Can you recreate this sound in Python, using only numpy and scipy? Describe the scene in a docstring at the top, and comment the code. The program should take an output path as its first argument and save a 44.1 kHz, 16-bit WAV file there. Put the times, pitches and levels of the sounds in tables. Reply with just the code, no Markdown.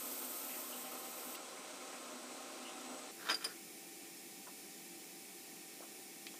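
"""A vertical milling machine drones in a small workshop: shaken panels, a broad rush, hum and whine. Its air
jet, shaped noise with faint whistles, hisses, is turned down, eased up a little and shut. When the drone stops
short, a softer fan sound of noise and steady tones takes its place. A steel wrench scrapes along the vise screw
and clatters home, each blow ringing vise and wrench. Rubs and dull knocks are short noise bursts; the valve's
snap, light touches and one sharp tick ring small steel parts."""
import sys
import numpy as np
from scipy import signal
from scipy.fft import rfft, irfft, next_fast_len
from scipy.io import wavfile

SR = 44100
rng = np.random.default_rng(int(sys.argv[2]) if len(sys.argv) > 2 else 0)


def store_wav(level_fs):
    """Save 16-bit WAV to argv[1]."""
    pcm = np.round(np.clip(np.atleast_2d(level_fs), -1, 1) * 32767)
    wavfile.write(sys.argv[1], SR, pcm.T.astype(np.int16))


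N = 281799
TIME = np.arange(N) / SR  # seconds

# In all tables, relative_db is a level that later steps scale; ring_s is the time to fade by 60 dB.
# Casting and guard resonances kept ringing by the drive: pitch_hz, width_hz, relative_db
PANEL_RESONANCES = [(124.6, 9.9, -28), (185.7, 17, -18.5), (252, 33, -5), (329.3, 57, -1.5),
                    (380, 21, -6.5), (482.3, 52, -3), (543, 34, -5.5), (615, 37, -1.5), (700.5, 29, -8),
                    (771.4, 23, -5), (858, 54, -6.5), (1008, 39, -12), (1052, 61, -2), (1256, 36, -6),
                    (1333, 103, -3), (1500, 24, -11.5), (2144, 300, -8.5), (2578, 91, -9.5),
                    (5830, 67, -10)]
# Colour of the drive's broad rush: pitch_hz, relative_db (per Hz)
RUSH_COLOUR = [(30, -48), (90, -42), (140, -13.5), (190, 2.5), (300, -4), (600, 2), (1400, 1), (1700, 1),
               (2800, 2), (4400, 0), (6000, 1), (9500, 1), (10300, -8.5), (12000, -7), (15000, -11.5)]
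# Hum of the running drive: pitch_hz, relative_db, wander_hz
HUM_TONES = [(248.5, -62.7, 2.6), (280, -64.3, 1.2), (336, -72, 2.5), (366, -73, 2.5), (474, -73, 3),
             (615, -70, 5), (696, -75, 3), (877, -76, 3), (1248, -72, 4)]
# Small random swells in the level of the panels and hum: peak_s, rise_db
LEVEL_SWELLS = [(.59, 1.5), (.94, 3.5), (1.27, 3), (1.38, 3), (1.61, 2.5), (1.85, 1), (2.77, 0.5),
                (2.92, 3.5)]
# Thin, steady whine of the drive: pitch_hz, relative_db, wander_hz
WHINE_TONES = [(3848, -78, 5), (4049, -74, 3), (7998, -67.3, 3.5)]
# One part of the drive sings in spells: time_s, relative_db
SINGING_LEVEL = [(0, -78), (.65, -68), (.88, -60.5), (1.15, -62), (1.45, -72), (1.85, -58), (2.15, -76),
                 (2.4, -61), (2.65, -61), (2.92, -61), (3.1, -67)]
# The tone of that part: pitch_hz, relative_db, wander_hz
SINGING_TONE = [(774, -2, 5.5)]
# Flow of the air valve, open, turned down, then eased up a little: time_s, relative_db
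AIR_FLOW = [(0, -46), (.56, -46), (.87, -51.5), (1.08, -52), (1.28, -49.5)]
# Colour of the air hiss: pitch_hz, relative_db (per Hz)
AIR_COLOUR = [(1500, -36), (2500, -12), (4000, -8.5), (7000, -5), (8200, 1), (9300, 0.5), (10200, -5),
              (11200, -1.5), (11700, 0.5), (13000, 1.5), (14300, 1), (15300, 0)]
# Faint whistles of the nozzle: pitch_hz, width_hz, relative_db
NOZZLE_WHISTLES = [(8230, 120, -17), (12750, 540, -13), (13450, 400, -18), (14400, 900, -15)]
# Pushes of the wrench along the screw: peak_s, relative_db
PUSHES = [(3.21, -61), (3.272, -50.5), (3.312, -45), (3.462, -55), (3.512, -59)]
# Wrench striking the vise screw:
# start_s, vise_relative_db, wrench_relative_db, wrench_pitch_hz, hardness_db_per_octave
BLOWS = [(3.288, -31.5, -34, 3710, -14), (3.297, -26.5, -36, 3610, -8), (3.3005, -34, -28.5, 4900, 1),
         (3.309, -28.5, -29.5, 4890, 3.5), (3.3165, -33.5, -32.5, 4930, 2), (3.327, -47, -39, 4910, 5),
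         (3.3433, -49, -26.5, 4770, 1), (3.352, -48, -39, 4850, -2), (3.409, -49, -58, 4870, -4),
         (3.415, -53, -51, 4870, -2), (3.425, -43.5, -60, 4870, -4), (3.4435, -37.5, -36.5, 4850, 18),
         (3.446, -45, -32, 4797, 10), (3.448, -48, -35, 5130, -3), (3.455, -56, -38, 4860, 0)]
# Ringing of the wrench: multiple of its pitch, relative_db, ring_s
WRENCH_MODES = [(0.999, -1.5, 0.068), (1.027, -15, 0.074), (1.065, -13.5, 0.048), (1.75, -23.5, 0.043),
                (1.909, -18, 0.066), (1.985, -27, .05), (2.195, -21, 0.029), (2.6, -34, .03)]
# Ringing of the vise and block: pitch_hz, relative_db, ring_s
VISE_MODES = [(335, -24, 0.64), (452, -12, 0.21), (677, -22, 0.22), (753, -15, 0.22), (1035, -11, 0.11),
              (1096, -12, .1), (1310, -20, 0.12), (1365, 0, 0.13), (1464, -13, 0.16), (1810, -11, 0.13),
              (1780, -9, 0.13), (2277, -17, .14), (2430, -5, 0.069), (2950, -18, .11), (3110, 0, 0.07),
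              (3330, -17, 0.071), (3650, -9, 0.051), (6100, -16, .06)]
# Colour of the vise's dense, short-lived modes: pitch_hz, relative_db (per Hz)
VISE_BODY_COLOUR = [(120, -33), (300, -24), (900, -2), (1500, 16.5), (2200, 8), (2700, 7), (3600, 5),
                    (4400, -6), (6500, -0.5), (8000, -14), (15000, -30)]
# Hands rubbing on valve and handle: start_s, relative_db, centre_hz, half_width_octaves
RUBS = [(.49, -52, 2400, .4), (.535, -53, 2250, 0.29), (.725, -51.5, 2940, 0.057), (.85, -54, 2450, .4),
        (1.57, -60, 2200, .12), (1.8, -59, 2080, 0.18), (1.925, -57, 2150, 0.24), (2.65, -52.5, 2870, .1),
        (2.675, -56, 2920, .35)]
# Damped knocks: the air valve shutting at 1.347 s, then hands and wrench on vise and table:
# start_s, relative_db, centre_hz, half_width_octaves
KNOCKS = [(1.347, -48, 3200, .6), (1.923, -52, 1210, .6), (3.314, -44, 460, .7), (3.454, -48, 400, .6),
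          (4.468, -52, 1120, .3), (4.476, -52.5, 520, .7), (5.801, -50, 540, .6), (5.82, -55.5, 1150, .35),
          (5.826, -53, 600, .6), (5.848, -56, 520, .6), (6.338, -55, 760, .7)]
# Short metal pings: the air valve snapping shut at 1.351 s, then small parts touched lightly: start_s,
# relative_db, pitch_hz
PINGS = [(1.351, -44, 2800), (6.341, -53, 3350), (6.364, -54, 3400)]
# A light steel piece touches and bounces: start_s, snap_relative_db, ring_relative_db
TICKS = [(6.2679, -21.5, -38), (6.2695, -22.5, -25), (6.2752, -35, -38)]
# Ringing of that light piece: pitch_hz, relative_db, ring_s
TICK_MODES = [(1600, -24, .015), (2140, -11, .014), (2480, -6, 0.01), (2630, -21, .11), (3220, -23, 0.1),
              (3370, -25, .2), (4010, -22, .07), (4130, -26, .2), (4690, -21, .05), (5200, -20, .04),
              (7410, -25, .05)]
# Colour of fans and workshop air: pitch_hz, relative_db (per Hz)
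FAN_COLOUR = [(30, -33), (70, -19), (100, -12), (130, 0), (190, 14), (410, 14), (520, 4.5), (760, 6.5),
              (950, 0), (1600, -1.5), (3000, 2), (4300, 2.5), (7000, 5), (15000, 1.5)]
# Fan housing resonances: pitch_hz, width_hz, relative_db
FAN_HOUSING = [(1220, 370, -22), (1822, 65, -4), (2000, 38, -7), (2220, 53, -1.5), (2298, 64, -5),
               (2477, 190, -1.5), (2640, 81, -7), (5240, 320, -2.5), (7280, 230, -1.5), (9270, 830, 3)]
# Steady fan tones: pitch_hz, level_db, wander_hz
FAN_TONES = [(295, -70.5, 1.5), (337, -66.8, 0.9), (781, -69.7, 1.8)]

DRONE_END_S, AIR_END_S = 3.112, 1.362
# The machine runs evenly, its level wavering a little
DRONE_DB, WAVER_DB, WAVER_HZ = -53.5, 0.14, 5.1
# Midway the body and hum sag once and recover, the hum more
SAG_S, SAG_WIDTH_S, DRONE_SAG_DB, HUM_SAG_DB = 1.43, 0.33, 0.5, 9
SWELL_WIDTH_S = 0.03
HUM_DB, FLUTTER_DB = -0.3, 1.8  # flutter is the unsteadiness of the hum and singing
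WHINE_DB, WHINE_START_S, WHINE_RISE_S = 2, 0.47, 0.3
PUSH_RISE_DB_PER_S, PUSH_FALL_DB_PER_S = 250, 260
SLIP_SPREAD_DB = 2.2  # unevenness of the scrape
ROCKING_SHARE = .005  # waver of the wrench's pitch as it rocks, as a share of the pitch
# Small touches after the last blow
SETTLE_GAP_S, SETTLE_DB, SETTLE_HZ, SETTLE_HARDNESS = .014, -57, 5100, 7
RUB_T60_S, KNOCK_T60_S = 0.24, 0.084
CUTOFF_HZ = 15250


def machine(panel_db, rush_db, throb_db):
    """The drive shakes the panels over a broad rush that throbs a little; hum, singing and whine join."""
    swells = np.prod([bump(s, SWELL_WIDTH_S, db) for s, db in LEVEL_SWELLS], axis=0)
    panels = from_db(panel_db) * swells * resonances(PANEL_RESONANCES)
    rush = from_db(rush_db) * noise(RUSH_COLOUR)
    strength = from_db(DRONE_DB + WAVER_DB * drift(WAVER_HZ))
    strength = strength * bump(SAG_S, SAG_WIDTH_S, -DRONE_SAG_DB)
    throb = from_db(throb_db * drift(42))
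    body = workshop(strength * throb * (panels + rush), t60=0.16, wet_db=-10.5)
    hum_strength = from_db(HUM_DB) * swells * bump(SAG_S, SAG_WIDTH_S, -HUM_SAG_DB)
    hum = hum_strength * tones(HUM_TONES, flutter_db=FLUTTER_DB)
    singing = level(SINGING_LEVEL) * tones(SINGING_TONE, flutter_db=FLUTTER_DB)
    whine_rise = np.clip((TIME - WHINE_START_S) / WHINE_RISE_S, 0, 1)
    whine = from_db(WHINE_DB) * whine_rise * tones(WHINE_TONES, flutter_db=2.0)
    return body + hum + singing + whine


def air_jet(sputter_db):
    """Bright hiss from the nozzle with faint whistles; its strength follows the valve's flow."""
    sputter = from_db(sputter_db * drift(30))
    hiss = level(AIR_FLOW) * sputter * (noise(AIR_COLOUR) + resonances(NOZZLE_WHISTLES))
    return workshop(hiss, t60=0.11, wet_db=-7.5) * until(AIR_END_S)


def slide(grain_db, ring_db):
    """Steel scrapes on steel in uneven little slips that ring the vise; each push swells and falls away."""
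    push = 0
    for s, db in PUSHES:
        drop_db = np.maximum(PUSH_RISE_DB_PER_S * (s - TIME), PUSH_FALL_DB_PER_S * (TIME - s))
        push = push + from_db(db - drop_db)
    rasp = noise([(200, 2), (400, 8), (900, 6.5), (1600, 15.0), (2400, 0.0), (4000, 3), (10000, -13)])
    slips = push * rms_one(rasp * from_db(grain_db * drift(150)))
    ringing = sum(from_db(db) * ring(slips, hz, t60) for hz, db, t60 in VISE_MODES)
    return slips + from_db(ring_db) * ringing


def clatter():
    """Contacts of wrench and screw, as rows like BLOWS: the blows, then four small settling touches."""
    touches = BLOWS[-1][0] + SETTLE_GAP_S * np.cumsum(rng.uniform(.7, 1.3, size=4))
    pitches = SETTLE_HZ * (1 + .04 * rng.standard_normal(len(touches)))
    settling = [(s, SETTLE_DB, SETTLE_DB, hz, SETTLE_HARDNESS) for s, hz in zip(touches, pitches)]
    return BLOWS + settling


def wrench(contacts, crack_db, crack_t60, rise_s, wobble):
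    """The steel socket clinks; its pitch shifts with its seat and rocking. Hard contacts ring brighter."""
    out, age = np.zeros(N), TIME[:SR // 4]
    onset = 1 - np.exp(-age / rise_s)
    rocking = 1 + wobble * drift(74)
    for s, vise_db, db, hz, hardness in contacts:
        span = slice(round(s * SR), round(s * SR) + len(age))
        turns = np.cumsum(hz * rocking[span]) / SR
        for multiple, mode_db, t60 in WRENCH_MODES:
            strength = from_db(db + mode_db + hardness * np.log2(multiple) - 60 * age / t60)
            out[span] += onset * strength * np.sin(2 * np.pi * (multiple * turns + rng.random()))
    strikes = clicks([(s, db + hardness / 2) for s, vise_db, db, hz, hardness in contacts])
    crack = noise([(1000, -16), (5000, 5.0), (7500, -2.5), (10000, -10), (15000, -11)])
    return out + from_db(crack_db) * dying(strikes, crack_t60) * crack


def vise(contacts, mode_db, body_db, body_t60, chatter_db):
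    """Every blow rings the vise's modes with new strengths, over a noise burst of dense short ones."""
    modes = 0
    for hz, db, t60 in VISE_MODES:
        blows = [(s, blow_db + db + 2 * rng.standard_normal()) for s, blow_db, *rest in contacts]
        modes = modes + ring(clicks(blows), hz, t60)
    chatter = rms_one(from_db(chatter_db * drift(300)))
    burst = dying(clicks(contacts), body_t60) * chatter * noise(VISE_BODY_COLOUR)
    return from_db(mode_db) * modes + from_db(body_db) * burst


def handling(rows, t60, softness):
    """Damped knocks and rubs are bands of noise that swell in and die away; softness slows the swell."""
    out = 0
    for s, db, hz, octaves in rows:
        low_hz, high_hz = hz / 2 ** octaves, min(hz * 2 ** octaves, CUTOFF_HZ)
        lag = np.exp(-1 / (softness * t60 * SR))
        swell = signal.lfilter([1 - lag], [1, -lag], dying(clicks([(s, db)]), t60))
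        out = out + swell * rms_one(band_pass(rng.standard_normal(N), low_hz, high_hz))
    return out


def pings(t60):
    """Each ping, from the valve snapping shut or a light touch of a metal part, rings one short note."""
    return sum(ring(clicks([(s, db)]), hz, t60) for s, db, hz in PINGS)


def tick(snap_db, low_hz, high_hz, ring_db):
    """Hard, tiny contacts: dry snaps, with a bounce that sets the piece ringing briefly."""
    snap = band_pass(clicks(TICKS), low_hz, high_hz)
    touch = clicks([(s, db) for s, snap_level, db in TICKS])
    ringing = 0
    for k, (hz, db, t60) in enumerate(TICK_MODES):
        ringing = ringing + (-1) ** k * from_db(db) * ring(touch, hz, t60)  # signs alternate
    return from_db(snap_db) * snap + from_db(ring_db) * ringing


def fans(air_db, duct_db):
    """Even air noise with housing resonances and blade tones."""
    air = from_db(air_db) * noise(FAN_COLOUR) + from_db(duct_db) * resonances(FAN_HOUSING)
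    return workshop(air, t60=0.096, wet_db=-9.0) + tones(FAN_TONES, flutter_db=1.0)


def workshop(x, t60, wet_db):
    """Dense reflections from guards and nearby walls; they also ripple the colour of steady noise."""
    age = TIME[:SR // 2]
    tail = noise([(200, -8), (1200, -3), (3000, 0), (14000, 0)])[:len(age)]
    tail = tail * from_db(-60 * age / t60) * (age > .003)  # the first echo comes after 3 ms
    return x + from_db(wet_db) * signal.fftconvolve(x, tail / np.linalg.norm(tail))[:N]


def radiated(x, low_hz):
    """Small steel parts radiate almost no bass."""
    return signal.sosfilt(signal.butter(4, low_hz, "high", fs=SR, output="sos"), x)


def band_pass(x, low_hz, high_hz):
    """Keep mainly the sound between two pitches."""
    return signal.sosfilt(signal.butter(2, [low_hz, high_hz], "band", fs=SR, output="sos"), x)


def from_db(db):
    """Decibels to gain."""
    return 10 ** (np.asarray(db) / 20)


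def rms_one(x):
    """Scale to an average strength (rms) of 1."""
    return x / np.sqrt(np.mean(x ** 2) + 1e-20)


def level(rows):
    """Gain over time, drawn through (time_s, level_db) rows."""
    return from_db(np.interp(TIME, *np.transpose(rows)))


def until(end_s):
    """Gain of one that falls to zero in 5 ms around the given time."""
    return np.clip((end_s - TIME) * 200 + .5, 0, 1)


def bump(s, width_s, db):
    """Gain that leaves unity smoothly, reaches db at the given time and returns."""
    return from_db(db * np.exp(-.5 * ((TIME - s) / width_s) ** 2))


def drift(rate):
    """Smooth random wandering of spread 1; a higher rate (Hz) wanders faster."""
    r = np.exp(-80 * np.pi * rate / SR)
    # Made at every 40th sample; the first 2000 values let the filter settle
    slow = signal.lfilter([1], [1, -2 * r, r * r], rng.standard_normal(N // 40 + 2002))[2000:]
    return np.interp(np.arange(N) / 40, np.arange(len(slow)), rms_one(slow))


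def noise(spectrum):
    """Noise with the given colour from (pitch_hz, relative_db) rows, rms 1."""
    size = next_fast_len(N, real=True)
    hz, db = np.transpose(spectrum)
    gain = from_db(np.interp(np.log(np.fft.rfftfreq(size, 1 / SR) + 1), np.log(hz), db))
    return rms_one(irfft(rfft(rng.standard_normal(size)) * gain, size)[:N])


def resonances(rows):
    """Each resonance is shaken at random; two filter stages keep the valleys between them quiet."""
    out = 0
    for hz, width, db in rows:
        b, a = signal.iirpeak(hz, hz / (1.48 * width), fs=SR)
        once = signal.lfilter(b, a, rng.standard_normal(N))
        out = out + from_db(db) * rms_one(signal.lfilter(b, a, once))
    return out


def tones(rows, flutter_db):
    """Rotating parts sing with slightly unsteady speed and strength."""
    out = 0
    for hz, db, wander in rows:
        strength = from_db(db + flutter_db * drift(4.7)) * np.sqrt(2)  # levels are rms
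        turns = np.cumsum(hz + wander * drift(6.47)) / SR
        out = out + strength * np.sin(2 * np.pi * turns)
    return out


def clicks(rows):
    """One single-sample click for each (start_s, level_db, ..) row."""
    out = np.zeros(N)
    for s, db, *rest in rows:
        out[round(s * SR)] += from_db(db)
    return out


def ring(drive, hz, t60):
    """A unit click sets a fading sine of starting height 1 ringing."""
    r, w = from_db(-60 / (t60 * SR)), 2 * np.pi * hz / SR
    return signal.lfilter([0, np.sin(w)], [1, -2 * r * np.cos(w), r * r], drive + 1e-18)


def dying(drive, t60):
    """Envelope that jumps at each click and dies away; energies add."""
    energy = signal.lfilter([1], [1, -from_db(-120 / (t60 * SR))], drive ** 2 + 1e-24)
    return np.sqrt(energy)


def scene():
    """Machine, then fans, with the air jet and handwork on top; the same in both channels."""
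    running = until(DRONE_END_S)
    steady = running * machine(panel_db=-7.5, rush_db=0.48, throb_db=.5)
    steady = steady + (1 - running) * fans(air_db=-53.5, duct_db=-69)
    contacts = clatter()
    clank = vise(contacts, mode_db=-9.0, body_db=-5.5, body_t60=0.066, chatter_db=0)
    clank = clank + wrench(contacts, crack_db=-14.5, crack_t60=0.04, rise_s=0.00081, wobble=ROCKING_SHARE)
    clank = clank + slide(grain_db=SLIP_SPREAD_DB, ring_db=-58)
    hands = handling(RUBS, RUB_T60_S, softness=0.0074) + handling(KNOCKS, KNOCK_T60_S, softness=0.032)
    small = hands + pings(t60=0.021) + tick(snap_db=4.5, low_hz=1650, high_hz=5000, ring_db=-8.5)
    handwork = workshop(radiated(clank + small, low_hz=253), t60=0.13, wet_db=-10.5)
    mono = steady + air_jet(sputter_db=1.0) + handwork
    return np.array([mono, mono])


def record(dry):
    """The treble above the cutoff is removed steeply."""
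    return signal.sosfilt(signal.ellip(12, .1, 70, CUTOFF_HZ, fs=SR, output="sos"), dry)


dry = scene()
out = record(dry)
store_wav(out)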